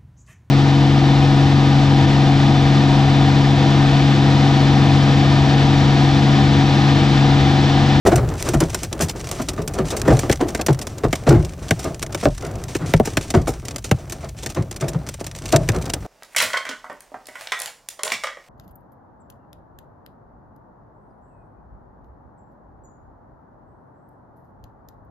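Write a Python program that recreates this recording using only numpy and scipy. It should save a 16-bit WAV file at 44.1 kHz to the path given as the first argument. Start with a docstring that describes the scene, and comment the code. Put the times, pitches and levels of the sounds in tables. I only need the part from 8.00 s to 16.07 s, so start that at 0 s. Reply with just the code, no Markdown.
"""Hail on a car

Hail falls on a car, heard from the driver's seat: impact excitation of plates and of the cabin air.
Big stones thud on the lined steel roof and knock on the windshield: noise bursts shaped by resonances,
whose dispersive bending waves arrive as a quick falling chirp. Small stones tick and shatter on the glass
over a fine patter of noise under random impact envelopes and a low, filtered-noise cabin rumble."""
import sys
import numpy as np
from scipy import signal
from scipy.fft import rfft, irfft
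from scipy.io import wavfile
from scipy.ndimage import uniform_filter1d, minimum_filter1d

SR = 44100
rng = np.random.default_rng(int(sys.argv[2]) if len(sys.argv) > 2 else 0)


def master(y):
    """Save y as 16-bit WAV."""
    cut = np.clip(np.atleast_2d(y).T, -1, 1)
    pcm = np.round(cut * 32767)  # scale
    wavfile.write(sys.argv[1], SR, pcm.astype(np.int16))


N = 355710
BLOW_SIZE = 2 ** 14  # samples computed for each blow
BLOW_S = np.arange(BLOW_SIZE) / SR
BLOW_HZ = np.fft.rfftfreq(BLOW_SIZE, 1 / SR)
ALL_HZ = np.fft.rfftfreq(N, 1 / SR)
LEVEL_SPAN_S = 0.02  # a blow has the energy of rms 1 held this long
TYPICAL_BLOW_DB = -16  # table knock level at which the force of a big stone counts as 0 dB

# All table levels are relative: the *_db settings of the functions shift each voice as a whole.

# big stones on the roof: (time [s], knock [dB], boom above the knock [dB],
# basic ring t60 [s], pitch of the struck spot [Hz])
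ROOF_HITS = [(0.062,-8,-19,0.13,380),(0.117,-9,-0.5,0.17,660),(0.171,-22,8,0.31,410),(0.462,-21,0,0.27,365),(0.536,-15.5,2.5,0.13,325),(0.607,-14.5,-4,0.16,342),(1.002,-20,2,0.13,495),(1.391,-22,-8,0.17,275),(1.575,-22,-1,0.26,430),(1.78,-16.5,-4,.21,377),(1.92,-22.5,-20,0.2,600),(2.052,-23.5,2,0.13,410),(2.078,-7.5,-3,0.15,302),(2.103,-11,1,0.16,567),(2.234,-23.5,-7,0.063,278),(2.405,-13.5,-26,0.18,300),(2.594,-22.5,-12,0.11,630),(2.685,-13,2.5,0.098,480),(3.037,-14.5,-2,0.12,298),(3.267,-11,10.5,0.21,267),(3.303,0,-3,0.18,332),(3.335,-10.5,5,0.244,374),(3.843,-21.5,-5,0.25,420),(4.229,-23.5,0,0.11,484),(4.256,-1.5,-5.5,0.095,595),(4.42,-25,-1,0.52,523),(4.8,-26,6,0.35,273),(5.341,-7.5,1.5,0.14,363),(5.37,-19,-3,.19,324),(5.472,-19.5,-7,0.14,780),(6.227,-32,-14,0.21,660),(6.56,-21,4.5,0.23,362),(6.808,-21.5,2.5,0.39,640),(6.946,-30.5,11.5,0.11,229),(7.528,-8,0.5,0.21,623),(7.744,-24,4,0.17,374)]
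# knock of a struck panel: (frequency [Hz], density [dB per Hz])
KNOCK = [(120, -16.5), (210, -1), (360, 2), (510, -4), (670, -2.5), (920, -12.5), (1900, -50.5)]
# boom of the cabin air: (frequency [Hz], density [dB per Hz])
BOOM = [(22, -38), (42, 0), (70, -2.5), (125, 5.5), (165, 6.5), (215, -18), (400, -73)]
# crack of a stone on the roof: (frequency [Hz], density [dB per Hz])
ROOF_CRACK = [(550, -14.5), (850, -1), (1180, 6.5), (3200, -11.5), (7500, -17), (16000, -50)]
ROOF_CRACK_FOLLOWS = 0.72  # dB of crack per dB of knock: the lining softens the crack


def roof(knock_db=1.5, boom_db=2.0, crack_db=-26.5, travel_s=0.001494, swell=0.036, near_s=0.071,
         boom_ring=1.08, crack_ring=0.742):
    """Coupled plate and cavity: the steel rings behind its lining; the cabin air builds up and dies slowest."""
    out = np.zeros((2, N))
    path = bending(travel_s)
    knock, boom, crack = (body(spectrum) * path for spectrum in (KNOCK, BOOM, ROOF_CRACK))
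    for s, db, boom_rel, t60, hz in ROOF_HITS:
        force_db = db - TYPICAL_BLOW_DB
        boom_level = db + boom_rel
        crack_level = ROOF_CRACK_FOLLOWS * force_db
        direct = (near_s / t60) ** 2  # short blows land close by: their direct wave dominates
        struck_spot = spot(hz, lift=1.6, sharpness=11.3)
        # the boom crosses the bending path twice
        cavity = boom * path * cabin_boom(boom_level)
        wave = from_db(knock_db + db) * blow(knock * struck_spot, t60, swell, direct)
        wave += from_db(boom_db + boom_level) * blow(cavity, t60 * boom_ring, 2 * swell, direct)
        wave += from_db(crack_db + crack_level) * blow(crack, t60 * crack_ring, swell, direct)
        add(out, s - travel_s, wave)
    return out


# big stones on the windshield: (time [s], knock [dB], boom above the knock [dB], crack above the knock [dB])
GLASS_HITS = [(0.746,-33.5,-7,4.5),(2.297,-12.5,-2,-11.5),(2.326,-27.5,-6,1),(2.549,-23,-16,-5),(2.87,-32,-10,-5.5),(3.129,-19,-7,-4.5),(3.709,-15,0,-3.5),(4.027,-31.5,-12,0),(4.147,-25,-7,-5),(4.752,-19,-12.5,-11),(4.938,-6,3,-10.5),(4.999,-5,-12,-26),(5.073,-22.5,-16,-11),(5.171,-18,-2,-2.5),(5.913,-14,2.5,-7),(6.462,-32.5,2,-1),(7.21,-28,-11,-15),(7.689,-21,7,-2)]
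# crack of a stone on glass: (frequency [Hz], density [dB per Hz])
GLASS_CRACK = [(350, -4), (900, 2), (1500, 0), (2400, 2), (3600, -5), (7000, -26)]
# splintering ice: (frequency [Hz], density [dB per Hz])
SPLINTER = [(1500, -16.5), (3200, -0.5), (4900, 1.5), (5800, 4.5), (8600, 0.5), (10800, -8), (15500, -12),
            (17000, -137)]
GLASS_RING_S = 0.0553  # t60 of the knock
# a heavier stone stays longer in contact, so its splinter falls behind its crack
SPLINTER_DULLING = 0.59  # dB per dB of knock


def windshield(knock_db=0.0, boom_db=0.0, crack_db=1.0, splinter_db=-6.0, travel_s=0.0022, swell=0.027,
               direct=1.36, boom_ring=1.54, crack_ring=0.616, splinter_ring=0.7):
    """Damped plate: laminated glass gives a strong direct chirp and a short ring, with splintering ice on top."""
    out = np.zeros((2, N))
    path = bending(travel_s)
    knock, boom, crack, splinter = (body(spectrum) * path for spectrum in (KNOCK, BOOM, GLASS_CRACK, SPLINTER))
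    cavity = boom * spot(hz=108, lift=0.97, sharpness=2.2)
    for s, db, boom_rel, crack_rel in GLASS_HITS:
        boom_level, crack_level = db + boom_rel, db + crack_rel
        splinter_level = crack_level - SPLINTER_DULLING * (db - TYPICAL_BLOW_DB)
        # the pane rings near the struck point
        ping = spot(1750 * 2 ** rng.uniform(-0.49, 0.18), lift=1.15, sharpness=4.2)
        wave = from_db(knock_db + db) * blow(knock, GLASS_RING_S, swell, direct)
        wave += from_db(boom_db + boom_level) * blow(cavity, GLASS_RING_S * boom_ring, swell, direct)
        wave += from_db(crack_db + crack_level) * blow(
            crack * ping, GLASS_RING_S * crack_ring, swell, direct / 2)
        wave += from_db(splinter_db + splinter_level) * blow(
            splinter, GLASS_RING_S * splinter_ring, swell, direct / 2)
        add(out, s - travel_s / 2, wave)
    return out


# the clearest small stones on the windows: (time [s], splinter [dB], ring t60 [s])
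TICKS = [(0.065,-25,.09),(0.158,-25,0.03),(0.426,-29,0.013),(0.489,-27.5,0.022),(0.535,-31.5,0.066),(0.604,-25,.031),(0.831,-29,0.054),(0.928,-30,0.025),(1.008,-25.5,0.041),(1.019,-24,0.095),(1.094,-28.5,0.047),(1.314,-29.5,0.022),(1.486,-25.5,0.049),(1.677,-30,0.027),(1.903,-28.5,0.066),(1.965,-29.5,0.071),(2.017,-29,0.017),(2.192,-26.5,0.03),(2.314,-28.5,0.034),(2.613,-28.5,0.028),(2.664,-24.5,0.031),(2.791,-36,0.028),(2.814,-33.5,0.047),(3.154,-34,0.033),(3.291,-25,0.038),(3.449,-35,0.024),(3.791,-34.5,0.073),(3.842,-35,0.031),(4.512,-48,.033),(4.639,-38,0.018),(5.055,-29,.04),(5.303,-28,0.038),(5.473,-30,0.11),(5.684,-32,0.021),(5.761,-31,0.025),(5.841,-31.5,0.096),(6.122,-32,0.039),(6.431,-36,0.05),(6.498,-36.5,0.061),(6.712,-35.5,0.031),(6.762,-37,0.035),(6.809,-36.5,.035),(6.882,-31.5,0.05),(7.089,-33,0.029),(7.266,-34,0.031),(7.457,-34,0.03),(7.524,-24.5,0.03),(7.562,-13.5,0.022),(7.899,-30,.03),(7.936,-24.5,0.036)]


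def small_stones(splinter_db=0.0, crack_db=-5.0, knock_db=-4.5, travel_s=0.001, swell=0.04, near_s=0.021):
    """Contact time: light stones touch briefly and mostly splinter; hardness tilts the splinter's spectrum."""
    out = np.zeros((2, N))
    path = bending(travel_s)
    knock, crack, splinter = (body(spectrum) * path for spectrum in (KNOCK, GLASS_CRACK, SPLINTER))
    stones = list(TICKS) + strays()
    characters = rng.uniform(-0.84, 1, (len(stones), 2))
    for (s, db, t60), (place, hardness) in zip(stones, characters):
        direct = (near_s / t60) ** 2  # short ticks have the stronger direct wave
        ping = spot(2000 * 2 ** (place / 2), lift=0.39, sharpness=27.0)
        brightness = (BLOW_HZ + 1) ** (0.5 * hardness)
        wave = from_db(splinter_db) * blow(splinter * brightness, t60, swell, direct)
        wave += from_db(crack_db) * blow(crack * ping, t60, swell, direct)
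        wave += from_db(knock_db) * blow(knock, t60, swell, direct)
        add(out, s - travel_s / 2, from_db(db) * wave)
    return out


def strays(count=100, per_s=8, level_db=-40, spread_db=2.5, t60=0.037):
    """Poisson arrivals: fainter small stones at random moments, as rows (time [s], splinter [dB], t60 [s])."""
    times = np.cumsum(rng.exponential(1, count)) / per_s
    levels = level_db + spread_db * rng.standard_normal(count)
    return list(zip(times, levels, np.full(count, t60)))


# strength of the shower: (time [s], drumming on the body [dB], patter on the glass [dB])
SHOWER = [(0.06, -22, -51), (0.35, -35.5, -42), (1.2, -40.5, -48.5), (2.18, -34.5, -42.5), (2.98, -43, -53),
          (5.12, -42, -42), (5.72, -45, -56.5), (7.32, -47, -49.5), (7.75, -34.5, -43),
          (8.06, -40.5, -52.5)]


def shower(drum_db=3.5, drum_crack_db=-7.0, patter_db=0.0, patter_crack_db=-3.0, hiss_db=0.0,
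           patter_width_db=-12):
    """Superposed impacts: countless lesser stones drum on the body and patter on the glass, above the rumble."""
    s, drum_points, patter_points = np.transpose(SHOWER)
    seconds = np.arange(N) / SR
    drum_level = np.interp(seconds, s, drum_points)
    patter_level = np.interp(seconds, s, patter_points)
    noise = rng.standard_normal((4, 2, N))
    drumming = from_db(drum_level) * hail_cloud(per_s=50, spread_db=0.5, t60=0.19)
    near = hail_cloud(per_s=50, spread_db=8.0, t60=0.028)
    far = hail_cloud(per_s=35, spread_db=12.5, t60=0.42)
    width = from_db([[0], [patter_width_db]])  # gains of the common and scattered rows
    patter = from_db(patter_level) * np.hypot(near, from_db(hiss_db) * far) * width
    out = from_db(drum_db) * drumming * coloured(noise[0], KNOCK)
    out += from_db(drum_crack_db) * drumming * coloured(noise[1], ROOF_CRACK)
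    # faint stones lose their top on the way
    muffle = signal.butter(2, 12000, fs=SR, output="sos")
    out += from_db(patter_db) * patter * signal.sosfilt(muffle, coloured(noise[2], SPLINTER))
    out += from_db(patter_crack_db) * patter * coloured(noise[3], GLASS_CRACK)
    return out + rumble(drum_level)


# rumble of the cabin: (frequency [Hz], density [dB per Hz])
RUMBLE = [(18, -27), (42, 3), (125, 4.5), (200, -7), (500, -44.5)]


def rumble(drum_level, level_db=-32.0, follows=0.68):
    """Filtered noise: the cabin's low rumble swells by a part of each dB of drumming."""
    swell_db = follows * (drum_level - drum_level.mean())
    return from_db(level_db + swell_db) * coloured(rng.standard_normal((2, N)), RUMBLE)


def blow(response, t60, swell, direct, crumble_db=2.5):
    """Impulse response of one impact as (common, scattered) rows: a direct wave, then uneven reflections."""
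    age = BLOW_S / t60
    bunching_db = crumble_db * np.interp(age, np.linspace(0, 1, num=32), rng.standard_normal(size=32))
    build_up = 1 - np.exp(-age / abs(swell))
    envelope = build_up * from_db(bunching_db - 60 * age)
    wave = rng.standard_normal((2, BLOW_SIZE)) * envelope
    wave /= np.linalg.norm(wave, axis=1, keepdims=True)
    wave[0, 0] += direct
    # the wave circles between the struck point and the nearest edge, which colours the ring of each hit
    reflection = 0.28 * np.sign(rng.standard_normal())
    edge_echo = 1 / (1 - reflection * bending(rng.uniform(0.001, 0.003)))
    wave = irfft(rfft(wave) * response * edge_echo)
    return wave / np.linalg.norm(wave, axis=1, keepdims=True) * np.sqrt(LEVEL_SPAN_S * SR)


def bending(travel_s):
    """Dispersion: bending-wave speed grows with the root of frequency; travel_s is the delay at 1 kHz."""
    return np.exp(-4j * np.pi * travel_s * np.sqrt(1000 * BLOW_HZ))


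def spot(hz, lift, sharpness):
    """Resonance: each struck spot favours one frequency of its own."""
    return 1 + lift / (1 + 1j * sharpness * (BLOW_HZ / hz - hz / (BLOW_HZ + 1)))


def cabin_boom(db, typical_hz=112, rise_octaves_per_db=0.24, darkening_per_db=0.06):
    """Cavity resonance: a stronger boom rings higher, within 64 to 128 Hz, and its spectrum tilts darker."""
    force_db = db - TYPICAL_BLOW_DB
    hz = typical_hz * 2 ** (rise_octaves_per_db * force_db)
    tilt = np.maximum(BLOW_HZ, 45) ** (-darkening_per_db * max(force_db, 0))
    return tilt * spot(np.clip(hz, 64, 128), lift=1.15, sharpness=4.1)


def hail_cloud(per_s, spread_db, t60):
    """Shot noise: the envelope of uneven stones landing at random, each decaying 60 dB in t60; rms 1."""
    sizes = from_db(spread_db * np.minimum(rng.exponential(1, N), 2.5))
    landed = rng.random(N) < per_s / SR
    keep = from_db(-120 / (t60 * SR))  # power kept from sample to sample
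    power = signal.lfilter([1], [1, -keep], landed * sizes ** 2 + 1e-12)
    return rms_one(np.sqrt(power))


def body(spectrum):
    """Minimum phase: the causal response with the given spectrum, by folding its cepstrum."""
    cepstrum = irfft(np.log(from_db(at_hz(spectrum, BLOW_HZ))))
    cepstrum[1:BLOW_SIZE // 2] *= 2
    cepstrum[BLOW_SIZE // 2 + 1:] = 0
    return np.exp(rfft(cepstrum))


def coloured(x, spectrum):
    """Linear filtering: convolution gives a signal a spectrum; rms 1."""
    impulse = irfft(body(spectrum))[None]
    return rms_one(signal.fftconvolve(x, impulse, axes=1)[:, :N])


def add(out, s, wave):
    """Superposition: mix a wave in at time s, cut at the end of the sound."""
    start = int(np.clip(s * SR, 0, N - 1))
    out[:, start:start + BLOW_SIZE] += wave[:, :N - start]


def at_hz(points, hz):
    """Interpolation of a table on a log-frequency axis."""
    knots, values = np.transpose(points)
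    return np.interp(np.log(hz + 1), np.log(knots), values)


def from_db(db):
    """Level law: decibels to amplitude gain."""
    return 10 ** (np.asarray(db) / 20)


def rms_one(x):
    """Normalisation to rms 1."""
    return x / np.sqrt(np.mean(x ** 2) + 1e-20)


# gain of the scattered row, which differs between the two microphones: (frequency [Hz], gain [dB])
SCATTER = [(100,-36),(300,-21.5),(480,-14),(850,-10),(1200,-15.5),(1800,-37),(4000,-32),(7200,-3),(8400,-10),(9600,-24),(13000,-18),(15000,-4)]
# phase by which the left microphone port leads: (frequency [Hz], phase [rad])
PORT_PHASE = [(5500, 0), (7600, -1.6), (8200, 0), (13000, 0), (15000, -1.1)]


def scene():
    """Sum and difference: all sources reach two closely spaced microphones, nearly alike in both."""
    common, scattered = rfft(roof() + windshield() + small_stones() + shower())
    scattered = scattered * from_db(at_hz(SCATTER, ALL_HZ))
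    sides = np.array([[1], [-1]])  # left, right
    ports = np.exp(0.5j * sides * at_hz(PORT_PHASE, ALL_HZ))
    # the lows are a little stronger on the left
    lean = from_db(sides * at_hz([(40, 0), (220, 0.73), (1000, 0.055)], ALL_HZ))
    return irfft((common + sides * scattered) * ports * lean, N)


def limiter(x, ceiling=1.0, release_db_per_s=60):
    """Gain reduction: the level drops just ahead of peaks above the ceiling, then recovers steadily."""
    over_db = np.maximum(20 * np.log10(np.abs(x).max(axis=0) / ceiling + 1e-9), 0)
    ramp = release_db_per_s * np.arange(N) / SR
    gain_db = ramp - np.maximum.accumulate(over_db + ramp)
    early_db = minimum_filter1d(gain_db, size=65)
    return x * from_db(uniform_filter1d(early_db, size=65))


def record(dry):
    """Saturation and band limiting: after a silent moment, peaks are limited and rounded and the top is cut."""
    started = np.clip((np.arange(N) / SR - 0.05) / 0.003, 0, 1)
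    limited = limiter(dry * started)
    rounded = limited / (1 + limited ** 4) ** (1 / 4)
    low_pass = signal.ellip(10, 0.1, 80, 16300, fs=SR, output="sos")  # cutoff 16300 Hz
    return signal.sosfilt(low_pass, rounded)


dry = scene()
out = record(dry)
master(out)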